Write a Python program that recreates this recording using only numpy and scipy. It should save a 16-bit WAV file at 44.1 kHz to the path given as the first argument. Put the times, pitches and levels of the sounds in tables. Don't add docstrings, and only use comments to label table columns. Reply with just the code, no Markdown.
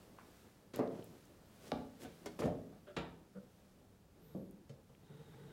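import sys
import numpy as np
from scipy import signal
from scipy.fft import rfft, irfft, next_fast_len
from scipy.io import wavfile
from scipy.ndimage import uniform_filter1d

SR = 44100
rng = np.random.default_rng(int(sys.argv[2]) if len(sys.argv) > 2 else 0)


def file_out(sig):
    cols = np.atleast_2d(sig).T
    lim = np.clip(cols, -1, 1)
    pcm = np.round(lim * 32767).astype(np.int16)
    wavfile.write(sys.argv[1], SR, pcm)


N = 243431
TIME = np.arange(N) / SR
RING = TIME[:SR]

# frequency in Hz, seconds to fall 60 dB (t60).
ROOM_T60 = [(80, 1), (210, 0.9), (560, 0.59), (1470, 0.43), (3900, 0.41), (10000, 0.16)]
# frequency in Hz, relative density in dB.
ROOM_TONE_SPECTRUM = [(15, -66), (25, -6.5), (99, 0.5), (152, -8), (193, 1), (246, -8.5), (399, -27.5),
                      (457, -25.5), (666, -24.5), (782, -22), (1300, -35), (1570, -33), (3930, -36),
                      (15500, -39)]
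CLOTH_SPECTRUM = [(410, -39.5), (700, -13), (818, -9.5), (1360, -4), (1580, -5.5), (2130, -8.5),
                  (3450, -9.5), (15500, -17)]
# peak in seconds, half length in seconds, swish in dB.
MOVES = [(0.007, 0.1, -72.5), (0.333, 0.274, -69.5), (1.104, 0.315, -69.5), (1.635, .16, -70),
         (2.21, 0.455, -69), (2.953, .25, -79), (3.58, 0.33, -77), (4.32, 0.14, -77), (5.402, 0.44, -74)]
# frequency in Hz, width in Hz, relative dB.
JOINT = [(1117, 160, -0.5), (1343, 96, -4.5), (2140, 200, -13)]
HINGE_CREAK = [(380, 39.4, -14), (589.6, 19.5, -7), (1400, 37, -12.5), (1660, 31, -29), (3180, 36, -20)]
HINGE_DEEP_GROAN = [(192.17, 11, 2.5), (484, 61, -2.5), (556, 37, -8), (1170, 120, -35), (1350, 50, -11.5)]
# start, end, rise and fall in seconds, tone and rasp gains in dB, resonances.
GROANS = [
    (0.181, 0.215, 0.0059, .02, -74, -57, JOINT),
    (2.868, 2.917, .012, 0.012, -52, -54.5, HINGE_CREAK),
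    (3.348, 3.384, 0.014, 0.042, -49.5, -56.5, HINGE_DEEP_GROAN),
]
# start, end and rise in seconds, rumble and grit in dB, grit top in Hz.
SLIDES = [ (0.735, 0.761, 0.002, -49, -55, 5180), (0.757, 0.798, 0.0188, -45.5, -61.5, 3600),
          (0.899, 0.998, 0.026, -53, -70.5, 4000), (1.597, 1.696, 0.062, -57, -64, 11500),
          (1.986, 2.037, 0.048, -52.5, -57, 14000), (2.388, 2.407, 0.00266, -40, -50.5, 9100),
          (2.426, 2.463, .0046, -49, -60.5, 10100), (2.968, 2.983, 0.0021, -39, -49, 2720), ]
# start in seconds, level in dB, centre in Hz.
TICKS = [(0.760, -60.5, 11700), (0.792, -74, 9000), (0.876, -76, 4300), (1.025, -73, 2610),
         (1.043, -70.5, 10500), (1.254, -80, 8700), (2.259, -69, 12500), (2.967, -65, 6000),
         (4.510, -77, 12000), (4.949, -79, 2410)]
# start in seconds, part, level in dB, thud centre in Hz, crack in dB against the thud.
KNOCKS = [ (0.791, "drawer", -35.5, 340, -17), (1.718, "panel", -41.5, 510, -9.5),
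          (2.047, "runner", -56.5, 336.5, -9), (2.259, "catch", -51.5, 377, -5),
          (2.390, "case", -51.5, 560, -14), (2.419, "case", -45.5, 660, -13),
          (2.434, "case", -41.5, 220, -15.5), (2.453, "case", -37.5, 303, -29.5),
          (2.476, "case", -43, 323, -27), (2.724, "runner", -72.5, 550, -20),
          (2.965, "arm", -46.5, 522, -1), (4.348, "lid", -45.5, 252, -25.5), (4.694, "peg", -59, 280, -12),
          (4.893, "peg", -72, 480, -20), ]
CONTACTS = { "drawer": (-0.5, -36.5, 1600, 0.2, .5), "panel": (1, -7.5, 3700, 0.0052, -3),
            "runner": (5, -0.5, 3780, 0.3, -5), "catch": (3.5, -10, 7000, 0.08, -5.5),
            "case": (0.5, -10, 2600, 0.1, -4), "arm": (2, -1, 3200, 0.13, 0),
            "lid": (1.5, -22, 1490, -0.12, -0.5), "peg": (6, -12, 6660, 0.1, -1.5), }
PART_MODES = { "drawer": [(193, -9.5, 0.32), (240.96, 1.5, 0.27), (267, -0.5, 0.24), (335.9, -2, 0.27),
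              (368.5, -1.5, 0.37), (440.8, -9, 0.5), (543, -10.5, .5), (598, -6.5, 0.45), (730, -19, .33),
              (800, -9, 0.22), (900, -25.5, .3), (1160, -17.5, 0.43), (1224, -20.5, 0.51), (1497, -31, .25),
              (1540, -29, 0.37), (1960, -39, 0.33)], "panel": [(145, -33, 0.41), (178.6, -23, 0.66),
              (232, 0.5, 0.74), (263, 1.5, 0.67), (290.6, -5, 0.77), (351, -6.5, 0.44), (457, -13, 0.75),
              (589, -2.5, 0.44), (723.5, -3.5, 0.405), (810, -26, .26), (1050, -26, .16),
              (1157, -16, 0.557), (1500, -37.5, .4), (2350, -27, .4), (2751, -37, .3), (3160, -33, .2),
              (3530, -29.5, 0.21)], "runner": [(168.2, -1.5, 0.72), (222.2, 2.5, 0.35), (268, 5.5, 0.2),
              (454, 1, 0.32), (476, -14, 0.23), (623, -1.5, 0.247), (736, 9.5, 0.097), (1506, -0.5, 0.12),
              (1810, -23, .35), (2320, -16, 0.33), (3520, -6.5, 0.13)], "catch": [(174, -18, 0.41),
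              (197.4, -6.5, 0.44), (241, -8, 0.44), (316.9, -1, 0.347), (411, 5.5, 0.19), (580, -4.5, 0.22),
              (980, -10, 0.228), (1500, -13, 0.17), (1838, -15, 0.18), (2095, -2, 0.07), (2160, -13, 0.2),
              (3340, -15, 0.19), (4350, -18, 0.23), (5410, -31.5, 0.21)], "case": [(100.76, 2.5, 0.43),
              (176.15, 0.5, .25), (240.3, 5, 0.72), (262.65, -2, 0.58), (345, -14, 0.44), (450, 7.5, 0.58),
              (484, -3, 0.56), (530, -10, 0.56), (597, 11, 0.24), (594, -7.5, 0.75), (738, -8.5, 0.39),
              (985, -19.5, .45), (1090, -27, 0.44), (1372, -24, 0.33), (1800, -18, 0.48), (2690, -42, .3)],
              "arm": [(201, -4.5, 0.54), (250.5, -2.5, 0.6), (368.2, -9, 0.27), (457, 3.5, 0.38),
              (559, 0, 0.275), (762, -10, 0.64), (943.3, -4, 0.45), (1164, -12, 0.36), (1367, -0.5, 0.258),
              (1798, -18, 0.55), (1910, -5, 0.15), (2240, -18.5, 0.18), (2464, -27, .3), (2710, -3, 0.15),
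              (2750, -19, 0.3), (3010, -7, 0.166), (3230, -30, .3), (3780, -4, 0.11), (4150, -26, 0.19),
              (4380, -31, 0.14), (7120, -19, .22), (7060, -24, .16)], "lid": [(141, -13, 0.46),
              (185, 2, 0.596), (202.6, -3, 0.8), (230.6, -3, 0.56), (252, -9, 0.82), (389.1, -7, 0.72),
              (454, -7, 0.43), (520.5, -6, 0.448), (920, -24, 0.36), (1125, -25, .3)],
              "peg": [(136, 4.5, 0.28), (215, -9, 0.23), (476, -1, 0.249), (534, -9, 0.33),
              (559.6, -5.5, 0.224), (1360, -23.5, 0.224), (3060, -9, 0.048), (6600, -21.5, .08)], }
BENCH_MODES = [(50.4, -9.5, 0.98), (60.34, -4, 1), (78, -3, 1), (102.6, -10.5, 1), (138.2, 2, 0.6),
               (170.3, 4, 0.73)]
# time in seconds, pitch in Hz.
SQUEAK_PITCH = [(4.19, 10120), (4.258, 14750), (4.30, 13150), (4.375, 12450), (4.415, 12650), (4.49, 10800)]
# start and end in seconds, level in dB.
RUBS = [(4.204, 4.338, -62), (5.232, 5.52, -59.5)]
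# peak in seconds, level in dB.
JERKS = [(5.032, -62.5), (5.112, -53), (5.155, -54), (5.208, -52), (5.42, -66), (5.465, -58.5)]
# frequency in Hz, width in Hz, relative dB.
BOX_HUM = [(147.4, 24.55, 2), (189.2, 46.05, -8), (446, 41.3, -5), (490, 38.4, -15)]
GRAIN_HISS = [(312, 370, 3), (859, 89, -5.5), (1390, 530, -10.5), (1930, 470, -16), (3120, 560, -18.5),
              (3770, 320, -10.5)]


def amp(db):
    return 10 ** (np.asarray(db) / 20)


def unit(x):
    return x / np.sqrt(np.mean(x ** 2))


def burst(x):
    return x / np.sqrt(np.sum(x ** 2) / (SR / 20))


def fade(t60):
    return np.exp(-np.log(1000) * RING / t60)


def swell(length, rise, fall):
    return np.minimum(RING / rise, 1) * np.exp(-np.maximum(RING - length, 0) * 2 / fall)


def hump(s, half_s):
    return np.exp(-((TIME - s) / half_s) ** 2)


def add(track, s, x):
    i = int(s * SR)
    track[i:i + len(x)] += x[:N - i]


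def on_log(hz, points):
    f, value = np.transpose(points)
    return np.interp(np.log(hz), np.log(f), value)


def shape(x, gain):
    size = next_fast_len(len(x) // 2 + 2048) * 2
    hz = np.maximum(np.arange(size // 2 + 1) * SR / size, 1)
    cepstrum = irfft(np.log(gain(hz) + 1e-6))
    cepstrum[1:size // 2] *= 2
    cepstrum[size // 2 + 1:] = 0
    return irfft(rfft(x, size) * np.exp(rfft(cepstrum)))[:len(x)]


def band(x, low_hz, top_hz, rise=2, fall=2):
    return shape(x, lambda f: ((1 + (low_hz / f) ** (2 * rise)) * (1 + (f / top_hz) ** (2 * fall))) ** -.5)


def edges(centre_hz, octaves):
    return centre_hz / 2 ** (octaves / 2), centre_hz * 2 ** (octaves / 2)


def walk(rate, size):
    step = int(SR / rate)
    stairs = np.repeat(rng.standard_normal(size // step + 2), step)
    return unit(uniform_filter1d(stairs, step))[:size]


def grains(size, spread):
    return unit(rng.standard_normal(size) * np.exp(spread * walk(900, size)))


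def resonate(x, resonances, damping):
    return shape(x, lambda f: sum(amp(db) / (1 + (2 * (f - hz) / (width + damping * hz)) ** 2)
                                  for hz, width, db in resonances))


def sing(resonances, size, waver):
    tone = np.zeros(size)
    for hz, width, db in resonances:
        pitch = hz + waver * width * walk(120, size)
        tone += amp(db) * np.sin(2 * np.pi * np.cumsum(pitch) / SR)
    return unit(tone)


def modes(table):
    ring = sum((-1) ** k * amp(db) * np.sin(2 * np.pi * hz * RING) * fade(min(t60, .7))
               for k, (hz, db, t60) in enumerate(table))
    return burst(ring * (1 - np.exp(-RING / 0.0048)))


def room():
    centres = 60 * 2. ** np.arange(9)
    hz = np.maximum(np.arange(SR // 2 + 1), 1)
    noise = rfft(rng.standard_normal(SR))
    tail = np.zeros(SR)
    for centre, share in zip(centres, np.eye(len(centres))):
        octave = irfft(noise * np.interp(np.log(hz), np.log(centres), share))
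        tail += octave * fade(on_log(centre, ROOM_T60))
    tail *= 1 - np.exp(-(RING / 0.0064) ** 2)
    return tail / np.sqrt(np.sum(tail ** 2))


def in_room(x, room_db):
    echo = signal.fftconvolve(x, room())[:len(x)]
    return x + amp(room_db) * unit(echo) * np.std(x)


def room_tone():
    noise = shape(rng.standard_normal(N), lambda f: amp(on_log(f, ROOM_TONE_SPECTRUM)))
    return amp(-67.5) * unit(noise)


def handling(cloth_rest_db=-78, bump_rest_db=-70):
    motion = sum(amp(db) * hump(s, half_s) for s, half_s, db in MOVES)
    swish = unit(shape(grains(N, spread=0.071), lambda f: amp(on_log(f, CLOTH_SPECTRUM))))
    unevenness = amp(1.8 * walk(18, N))
    bump = unit(band(rng.standard_normal(N), 140, 477, rise=3.1, fall=2.153)) * unevenness
    swish_level = np.hypot(motion, amp(cloth_rest_db))
    bump_level = np.hypot(amp(3) * motion, amp(bump_rest_db))
    return swish * swish_level + bump * bump_level


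def groans():
    out = np.zeros(N)
    for start, end, rise, fall, tone_db, rasp_db, resonances in GROANS:
        flutter = unit(amp(2.5 * walk(260, SR)))
        tone = band(sing(resonances, SR, waver=0.436) * flutter, 60, 810, fall=2.3)
        slips = resonate(grains(SR, spread=0.35), resonances, damping=0.32)
        rasp = unit(band(slips, 850, 4000, rise=0.96)) * fade(0.19)
        creak = swell(end - start, rise, fall) * (amp(tone_db) * tone + amp(rasp_db) * rasp)
        add(out, start, in_room(creak, room_db=-5.5))
    return out


def slides():
    out = np.zeros(N)
    for start, end, rise, rumble_db, grit_db, grit_hz in SLIDES:
        slips = grains(SR, spread=0.36)
        rumble = unit(band(slips, 127, 554, rise=4.7, fall=3.8))
        grit = band(slips, 637, grit_hz)
        grit = unit(band(grit, 140, 1500, fall=0.46))
        push = swell(end - start, rise, fall=0.023)
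        scrape = push * (amp(rumble_db) * rumble + amp(grit_db) * grit)
        add(out, start, in_room(scrape, room_db=-2.0))
    return out


def ticks():
    out = np.zeros(N)
    for s, db, hz in TICKS:
        snap = rng.standard_normal(SR) * fade(0.011)
        tick = band(snap, *edges(hz, octaves=0.97), rise=6.3, fall=9.3)
        add(out, s, amp(db) * burst(in_room(tick, room_db=-11.5)))
    return out


def knocks(thud_cycles=36.75):
    out = np.zeros(N)
    for s, part, db, thud_hz, crack_db in KNOCKS:
        ring_db, bench_db, crack_hz, crack_t60, room_db = CONTACTS[part]
        thud = rng.standard_normal(SR) * fade(thud_cycles / thud_hz)
        thud = band(thud, *edges(thud_hz, octaves=2.036), rise=2.76, fall=4.77)
        crack = band(rng.standard_normal(SR) * fade(crack_t60), 656, crack_hz, rise=6.1, fall=3.6)
        ring = amp(ring_db) * modes(PART_MODES[part]) + amp(bench_db) * modes(BENCH_MODES)
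        thud = burst(in_room(thud, room_db))
        crack = burst(in_room(crack, room_db - 3))
        add(out, s, amp(db) * (thud + amp(crack_db) * crack + ring))
    return out


def squeak(edge_s=0.03, db_per_octave=32):
    s, hz = np.transpose(SQUEAK_PITCH)
    pitch = np.interp(TIME, s, hz) * (1 + 0.0043 * walk(500, N))
    contact = np.clip(np.minimum(TIME - s[0], s[-1] - TIME) / edge_s + .5, 0, 1)
    db = -78.5 + db_per_octave * np.log2(pitch / 13060)
    whistle = unit(np.sin(2 * np.pi * np.cumsum(pitch) / SR))
    return whistle * amp(db) * contact


def rub():
    pressure = sum(amp(db) * hump(s, half_s=0.018) for s, db in JERKS)
    for start, end, db in RUBS:
        add(pressure, start, amp(db) * swell(end - start, rise=0.048, fall=0.047))
    hum = sing(BOX_HUM, N, waver=0.607)
    slips = resonate(grains(N, spread=0.16), GRAIN_HISS, damping=.02)
    hiss = unit(band(slips, 140, 9000))
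    smooth_pressure = uniform_filter1d(pressure, SR // 5)
    return hum * pressure + amp(-7.5) * hiss * smooth_pressure


def scene():
    box = knocks() + ticks() + slides() + groans() + rub() + squeak()
    return (box + handling() + room_tone())[None]


def record(dry, top_hz=15900):
    return signal.sosfilt(signal.ellip(10, .2, 70, top_hz, fs=SR, output="sos"), dry)


dry = scene()
out = record(dry)
file_out(out)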